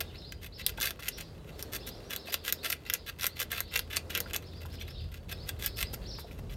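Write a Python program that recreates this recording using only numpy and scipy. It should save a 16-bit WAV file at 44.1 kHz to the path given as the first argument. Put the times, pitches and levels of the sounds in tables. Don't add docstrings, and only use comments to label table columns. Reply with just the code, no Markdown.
import sys
import numpy as np
from scipy import signal
from scipy.fft import rfft, irfft
from scipy.io import wavfile
from scipy.ndimage import uniform_filter1d

SR = 44100
rng = np.random.default_rng(int(sys.argv[2]) if len(sys.argv) > 2 else 0)


def pcm_store(signal):
    levels = np.round(np.clip(np.atleast_2d(signal), -1, 1) * 32767)
    wavfile.write(sys.argv[1], SR, levels.astype(np.int16).T)


N = 289296

# start in seconds, end in seconds, hardest point of the bite from
# 0 to 1, relative level there in dB, brightness in dB.
TOOTH_STROKES = [(.003, 0.014, 0, -25.5, -6), (0.126, 0.168, 0.26, -49, -24),
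                 (0.411, 0.471, 0.15, -41.5, -9), (.574, .619, 1, -38, -15), (0.676, 0.704, 0, -35, -4),
                 (0.767, 0.807, 0.55, -40, -15), (0.808, 0.899, 0.4, -29, -7), (0.99, 1.011, 0.2, -42, -9),
                 (1.017, 1.083, 0.35, -37.5, -12.5), (1.17, 1.226, 0.04, -40, -12.5),
                 (1.346, 1.385, 0.8, -64, -14), (1.467, 1.508, 0.8, -48.5, -14.5),
                 (1.578, 1.615, 0.86, -39.5, -4.5), (1.718, 1.767, 0.6, -31, -3),
                 (1.864, 1.897, 0.05, -37.5, -2), (2.096, 2.168, 0.17, -35, -11),
                 (2.255, 2.308, 0.47, -40, -11), (2.32, 2.337, 0.4, -30.5, -7),
                 (2.436, 2.501, 0.93, -29, -8.5), (2.63, 2.675, 0.57, -28.5, -9.5),
                 (2.68, 2.738, 0, -30.5, -0.5), (2.849, 2.894, 0.05, -43.5, -15),
                 (2.917, 2.956, 0.44, -34.5, -13), (3.061, 3.097, 1, -33, -11),
                 (3.184, 3.259, 0.55, -34.5, -9), (3.353, 3.413, 0.42, -37, -12),
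                 (3.398, 3.431, 0.66, -27, -5), (3.502, 3.595, 0.03, -33, -12.5),
                 (3.71, 3.786, 0.63, -30.5, -14), (3.899, 3.977, 1, -31.5, -15.5),
                 (4.094, 4.124, 0.14, -35, -15), (4.13, 4.187, 0.96, -29, -19.5),
                 (4.263, 4.31, 0.99, -43, -16), (4.328, 4.363, 0.44, -31, -18),
                 (4.42, 4.442, 0, -48.5, -14), (4.61, 4.634, 0.2, -46, -11), (4.65, 4.666, 0, -46.5, -3),
                 (4.696, 4.756, 1, -49, -8), (4.795, 4.829, 0, -43.5, -8), (4.876, 4.92, 0, -47, -12),
                 (5.111, 5.179, 0.14, -47.5, -12.5), (5.283, 5.329, 1, -36.5, -12),
                 (5.459, 5.503, 0.8, -36.5, -10), (5.588, 5.679, 0.89, -32.5, -6.5),
                 (5.758, 5.832, 0.5, -32.5, -4), (5.928, 5.946, 0.4, -32.5, 2), (6.178, 6.22, 0, -46, 6),
                 (6.303, 6.348, .3, -55, -3), (6.382, 6.397, .3, -48.5, -7.5),
                 (6.488, 6.545, 0.67, -48, -10)]

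def rasp(level_db=-5, rise_db=10, ease_db=5, edge_s=0.0006, grit=0.64, skid_s=0.0024, crumb_db=16):
    out = np.zeros(N)
    for start, end, hardest, db, bright_db in TOOTH_STROKES:
        length = max(int((end - start + edge_s) * SR), 64)
        slips = snaps(length, per_s=470, uneven_db=3.5)
        crumbs = snaps(length, per_s=110, uneven_db=0.97)
        dust = rng.standard_normal(SR // 4)[:length]
        skid = 0.47 + signal.lfilter([1], [1, -np.exp(-1 / (skid_s * SR))], abs(crumbs))
        clumps = gain_of(3 * wander(length, per_s=195.5))
        scrape = unit_rms((unit_rms(slips) + grit * dust) * skid * clumps)
        progress = np.linspace(0, 1, length)
        bite_db = np.interp(progress, [0, np.clip(hardest, .01, .99), 1], [-rise_db, 0, -ease_db])
        edges = signal.windows.tukey(length, min(2 * edge_s * SR / length, 1))
        force = gain_of(db + level_db + bite_db) * edges
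        scrape_ring = shell_ring(bright_db + 1, place_db=0)
        crumb_ring = shell_ring(bright_db + 9, place_db=2.5)
        add(out, start, signal.fftconvolve(scrape * force, scrape_ring))
        add(out, start, gain_of(crumb_db) * signal.fftconvolve(crumbs * force, crumb_ring))
    return out


def snaps(length, per_s, uneven_db):
    gaps = rng.gamma(2, .5, 256)
    sizes = np.minimum(rng.exponential(1, 256), 3)
    at = (np.cumsum(gaps) * SR / per_s).astype(int)
    clicks = gain_of(uneven_db * sizes) * rng.choice([-1, 1], len(at))
    out = np.zeros(length)
    out[at[at < length]] = clicks[at < length]
    return out


# start in seconds, relative level in dB, brightness in dB.
CHIP_CRACKS = [(.3218, -33, -8.5), (0.664, -15, 1.5), (0.8016, -28.5, -8), (0.8111, -23.5, -5),
               (.8192, -22.5, 8), (.8287, -22.5, 3), (0.8575, -24, -5), (0.9066, -28.5, -5),
               (1.082, -26, -6), (1.0859, -23, 0), (1.2087, -33, 7), (1.6255, -29.5, 6.5),
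               (2.1618, -25.5, 0), (2.3326, -29, 3), (2.3415, -18.5, -6.5), (2.491, -41, -2),
               (2.496, -32.5, -17), (2.5245, -17.5, 4), (2.7005, -24, 3), (2.726, -20, -4),
               (2.8989, -21, -5), (2.9372, -17, 3), (3.21, -25.5, -15), (3.2318, -25.5, -4),
               (3.242, -20.5, -5), (3.256, -25.5, -4), (3.2666, -18.5, 6), (3.4006, -22, -0.5),
               (3.416, -24, -6), (3.5172, -25.5, -3), (3.58, -25.5, -12), (3.6041, -21.5, -2.5),
               (3.7388, -26.5, -15), (3.761, -20.5, -9), (3.7748, -25, 8), (3.7918, -20.5, 0),
               (3.9626, -26.5, 1), (3.968, -17.5, -5), (4.1503, -18, -15.5), (4.1756, -23, 3),
               (4.203, -22, 2), (4.333, -26.5, -1), (4.345, -28, -6), (4.362, -22, -3), (5.3256, -32.5, -3),
               (5.4906, -26.5, 6), (5.6613, -20, 20), (5.8273, -22, -3)]

def chips(level_db=17, splinter=0.27, splinter_s=0.00054):
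    out, t = np.zeros(N), np.arange(256) / SR
    for start, db, bright_db in CHIP_CRACKS:
        snap = splinter * rng.standard_normal(len(t)) * np.exp(-t / splinter_s)
        snap[0] = 1
        ring = shell_ring(bright_db + 1, place_db=2)
        add(out, start, gain_of(db + level_db) * signal.fftconvolve(snap / np.linalg.norm(snap), ring))
    return out


# frequency in Hz, relative level in dB.
SHELL_COLOUR = [(150, -43.5), (450, 0), (900, -9), (1350, 2.5), (2600, 3), (3800, 3.5), (4900, -0.5),
                (5800, 0), (7300, -3), (9600, 0), (10800, -6.5), (12400, 4.5), (13700, 1.5), (15800, -5.5)]
# centre in Hz, width in Hz, lift over the colour in dB.
SHELL_MODES = [(1620, 100, 2), (2025, 130, 6), (2260, 110, -5), (2555, 100, 3), (2735, 130, 4),
               (3455, 120, 6), (3940, 140, 3), (4595, 110, 6), (5350, 130, 5), (5880, 140, 4),
               (6900, 180, 5), (8030, 180, 3), (9450, 300, 3), (11330, 180, 5), (11880, 220, 5),
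               (12510, 200, 5), (13070, 180, 3), (13420, 260, 4)]

def shell_ring(bright_db, place_db=0.5, lag_s=0.001837, size=4096):
    hz = np.fft.rfftfreq(size, 1 / SR)
    tilt = spectrum_at([(1200, 0.34), (2700, 0), (4600, 0.72), (10000, 1)], hz)
    db = spectrum_at(SHELL_COLOUR, hz) + bright_db * tilt
    db += sum(lift / (1 + (2 * (hz - centre) / width) ** 2) for centre, width, lift in SHELL_MODES)
    db += place_db * np.interp(hz, np.geomspace(500, 16000, 28), rng.standard_normal(28))
    cepstrum = irfft(np.log(gain_of(db)))
    cepstrum[1:size // 2] *= 2
    cepstrum[size // 2 + 1:] = 0
    bending = np.exp(-4j * np.pi * lag_s * np.sqrt(1000 * hz))
    ring = irfft(np.exp(rfft(cepstrum)) * bending)[:size // 2]
    return ring / np.linalg.norm(ring)


# start in seconds, relative level in dB, centre pitch in Hz.
BUMPS_AND_TAPS = [(.01, -44, 640), (0.324, -43, 2910), (.783, -35.5, 1210), (.991, -43, 1370),
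                  (2.285, -39.5, 570), (4.259, -42, 1430), (4.355, -41, 660), (4.652, -43.5, 1127),
                  (4.811, -38.5, 2740), (5.493, -39.5, 1360), (5.934, -40, 556), (6.185, -40.5, 1270),
                  (6.245, -41, 567), (6.311, -44.5, 2360), (6.391, -44, 555), (6.496, -47.5, 3080)]

def bumps_and_taps(level_db=-3, ring_s=0.0033, spread=0.26, modes=14):
    out, t = np.zeros(N), np.arange(2048) / SR
    for start, db, hz in BUMPS_AND_TAPS:
        mode_hz = hz * np.exp(spread * rng.standard_normal((modes, 1)))
        cluster = np.sin(2 * np.pi * (mode_hz * t + rng.random((modes, 1)))).sum(0)
        hit = cluster * (t / ring_s) * np.exp(-2 * t / ring_s)
        loudest = np.sqrt(uniform_filter1d(hit ** 2, size=200).max())
        add(out, start, gain_of(db + level_db) * hit / loudest)
    return out


# time in seconds, relative level in dB.
PAW_ACTIVITY = [(0, 2), (4.4, -1), (4.8, 5), (5.1, 0), (5.9, 2.5), (6.25, 6), (6.56, -10.5)]

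def claws(level_db=-70, ticks_per_s=70, uneven_db=4):
    touches = rng.random(N) < ticks_per_s / SR
    sizes = gain_of(uneven_db * np.minimum(rng.exponential(1, N), 3))
    ticks = unit_rms(touches * sizes) * gain_of(level_db + curve(PAW_ACTIVITY))
    return signal.fftconvolve(ticks, shell_ring(bright_db=-15))[:N]


def shelter(x, near_db=-5, far_db=-14.5, shifts_per_s=9, patterns=4):
    out, t = x.copy(), np.arange(N) / SR
    for k in range(patterns):
        away = np.abs((t * shifts_per_s - k + patterns / 2) % patterns - patterns / 2)
        part = x * np.cos(np.pi / 2 * np.minimum(away, 1))
        near = echoes(delay_s=.0015, t60=.034, treble_t60=.028)
        far = echoes(delay_s=.008, t60=0.18, treble_t60=0.084)
        out += gain_of(near_db) * signal.oaconvolve(part, near)[:N]
        out += gain_of(far_db) * signal.oaconvolve(part, far)[:N]
    return out


# start in seconds, relative level in dB.
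CHIRRUP_CALLS = [(0.141, -50), (0.517, -50.5), (1.084, -57), (1.14, -77), (1.776, -53.5), (2.161, -49.5),
                 (2.505, -51.5), (2.849, -55), (3.664, -57), (4.11, -54), (4.432, -55.5), (4.868, -53),
                 (5.288, -52), (5.728, -49)]
# start in seconds, length in seconds, top pitch in Hz, relative level in dB.
CHEEP_CALLS = [(0, 0.12, 3830, -58), (1.109, .09, 5740, -52), (1.517, 0.16, 5400, -63),
               (1.808, 0.092, 3660, -57.5), (1.904, 0.11, 5500, -61), (2.024, 0.11, 5900, -60),
               (2.372, 0.068, 4970, -58), (3.258, 0.15, 4560, -56), (3.603, 0.11, 4540, -57),
               (4.695, 0.082, 5380, -54.5), (4.78, 0.059, 3610, -52), (4.943, 0.067, 3800, -55),
               (5.634, 0.073, 5120, -48), (6.013, .05, 4650, -55), (6.056, .066, 5710, -45),
               (6.115, .052, 5520, -47), (6.164, 0.044, 4920, -48.5)]

def songbird(direct_db=-4, wet_db=-6.5, husk_db=-5.5, husk_hz=4050, husk_width_hz=750):
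    song, effort = np.zeros(N), np.zeros(N)
    calls = [chirrup(*row) for row in CHIRRUP_CALLS] + [cheep(*row) for row in CHEEP_CALLS]
    for start, hz, db in calls:
        tone, swell = whistle(hz, db)
        add(song, start, tone)
        add(effort, start, np.minimum(swell, gain_of(-57.5)))
    band = np.exp(-.5 * ((np.fft.rfftfreq(N, 1 / SR) - husk_hz) / husk_width_hz) ** 2)
    husk = gain_of(husk_db) * effort * coloured_noise(band)
    wet = signal.fftconvolve(song + 2 * husk, echoes(delay_s=.008, t60=.34, treble_t60=.3))[:N]
    return gain_of(direct_db) * (song + husk) + gain_of(wet_db) * wet


# time into the call in seconds, pitch in Hz, relative level in dB.
CHIRRUP_SHAPE = [(0, 3430, 3), (.028, 5000, -3), (.045, 5390, 2.5), (.066, 4220, -10), (0.094, 3640, -2),
                 (.125, 4660, -1.5), (.15, 5000, 0.5), (.185, 4550, -11.5)]

def chirrup(start, db):
    when, hz, shape_db = np.transpose(CHIRRUP_SHAPE)
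    t = np.arange(0, when[-1], 1 / SR)
    glide_hz = uniform_filter1d(np.interp(t, when, hz), size=500)
    return start, glide_hz, db + np.interp(t, when, shape_db)


def cheep(start, length_s, top_hz, db, sag=.4):
    return start, top_hz * (1 - sag * np.linspace(-1, 1, int(length_s * SR)) ** 2), db


def whistle(hz, db, waver=0.028, flutter_db=4):
    hz = hz * (1 + waver * wander(len(hz), per_s=697))
    swell = gain_of(db + flutter_db * wander(len(hz), per_s=188)) * signal.windows.tukey(len(hz), .12)
    return swell * np.sqrt(2) * np.sin(2 * np.pi * np.cumsum(hz) / SR), swell


def far_birds(level_db=-68, length_s=0.068, low_hz=3500, high_hz=5500, count=70):
    song = np.zeros(N)
    for k, (when, pitch) in enumerate(rng.random((count, 2))):
        top_hz = low_hz + pitch * (high_hz - low_hz)
        start, hz, db = cheep((k + when) / count * N / SR, length_s, top_hz, level_db)
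        add(song, start, whistle(hz, db, waver=.04)[0])
    return signal.fftconvolve(song, echoes(delay_s=0.003, t60=.45, treble_t60=0.59))[:N]


# frequency in Hz, relative level in dB.
AIR_COLOUR = [(20, -43.5), (40, 3.5), (80, 1.5), (135, -3), (200, -8.5), (310, -12.5), (430, -9.5),
              (600, -15), (800, -22), (1500, -28), (4000, -40.5), (6500, -39.5), (11000, -44), (16000, -47)]
# time in seconds, relative level in dB.
AIR_LULL = [(0, 0), (1.1, 0), (2.05, 2), (2.55, -3), (3.2, -1), (6.56, 1)]
# time in seconds, relative level in dB.
RUMBLE_SWELLS = [(0, -46.5), (.95, -46), (1.08, -48.5), (1.6, -48), (1.8, -46.5), (2.4, -55), (3.3, -48),
                 (4.3, -47), (4.9, -45), (5.06, -37.5), (5.17, -49.5), (5.26, -42.5), (6.1, -41),
                 (6.25, -47), (6.48, -37)]

def outdoors(air_db=-46.5, rumble_db=-2, split_hz=190, swell_db=2.43, lump_db=0.5):
    hz = np.fft.rfftfreq(N, 1 / SR)
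    air = coloured_noise(gain_of(spectrum_at(AIR_COLOUR, hz)))
    low = irfft(rfft(air) / (1 + (hz / split_hz) ** 6), N)
    wash = (air - low) * gain_of(air_db + curve(AIR_LULL) + swell_db * wander(N, per_s=5))
    tones = drone()
    rumble = unit_rms(low) * gain_of(curve(RUMBLE_SWELLS) + rumble_db + lump_db * wander(N, per_s=9))
    return wash + rumble + tones


# time in seconds, level in dB.
DRONE_SWELLS = [(0, -52), (1.4, -82), (2.4, -54.5), (3.5, -58), (3.85, -47), (4.3, -52.5), (4.65, -43.5),
                (5, -48), (6.56, -59.5)]

def drone(hz=81.6, waver=0.023, hum_start_s=1.15, hum_length_s=0.42, hum_hz=158, hum_db=-52.5):
    phase_per_hz = 2 * np.pi * np.cumsum(1 + waver * wander(N, per_s=25)) / SR
    tone = np.sin(hz * phase_per_hz) * gain_of(curve(DRONE_SWELLS))
    swell = signal.windows.tukey(int(hum_length_s * SR), .3)
    add(tone, hum_start_s, gain_of(hum_db) * swell * np.sin(hum_hz * phase_per_hz[:len(swell)]))
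    return np.sqrt(2) * tone


def echoes(delay_s, t60, treble_t60):
    hz, t, scatter = signal.stft(rng.choice([-1., 1.], SR // 2), SR, nperseg=128)
    decay_s = spectrum_at([(2000, t60), (12000, treble_t60)], hz)[:, None]
    tail = signal.istft(scatter * gain_of(-60 * t / decay_s), SR, nperseg=128)[1]
    return np.r_[np.zeros(int(delay_s * SR)), tail / np.linalg.norm(tail)]


def gain_of(db):
    return 10 ** (np.asarray(db) / 20)


def unit_rms(x):
    return x / np.sqrt(np.mean(x ** 2) + 1e-20)


def coloured_noise(gains):
    return unit_rms(irfft(rfft(rng.standard_normal(N)) * gains, N))


def spectrum_at(points, hz):
    point_hz, value = np.transpose(points)
    return np.interp(np.log(hz + 1), np.log(point_hz + 1), value)


def curve(rows):
    return np.interp(np.arange(N) / SR, *np.transpose(rows))


def add(mix, start, sound):
    part = mix[max(round(start * SR), 0):][:len(sound)]
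    part += sound[:len(part)]


def wander(length, per_s):
    knots = np.arange(length) / SR * per_s
    return np.interp(knots, np.arange(4096), rng.standard_normal(4096))


def scene():
    gnawing = rasp() + chips() + bumps_and_taps() + claws()
    return (shelter(gnawing) + songbird() + far_birds() + outdoors())[None]


def record(dry):
    low_pass = signal.firwin(255, cutoff=15950, window=("kaiser", 8), fs=SR)
    return signal.oaconvolve(dry, low_pass[None], "same")


dry = scene()
out = record(dry)
pcm_store(out)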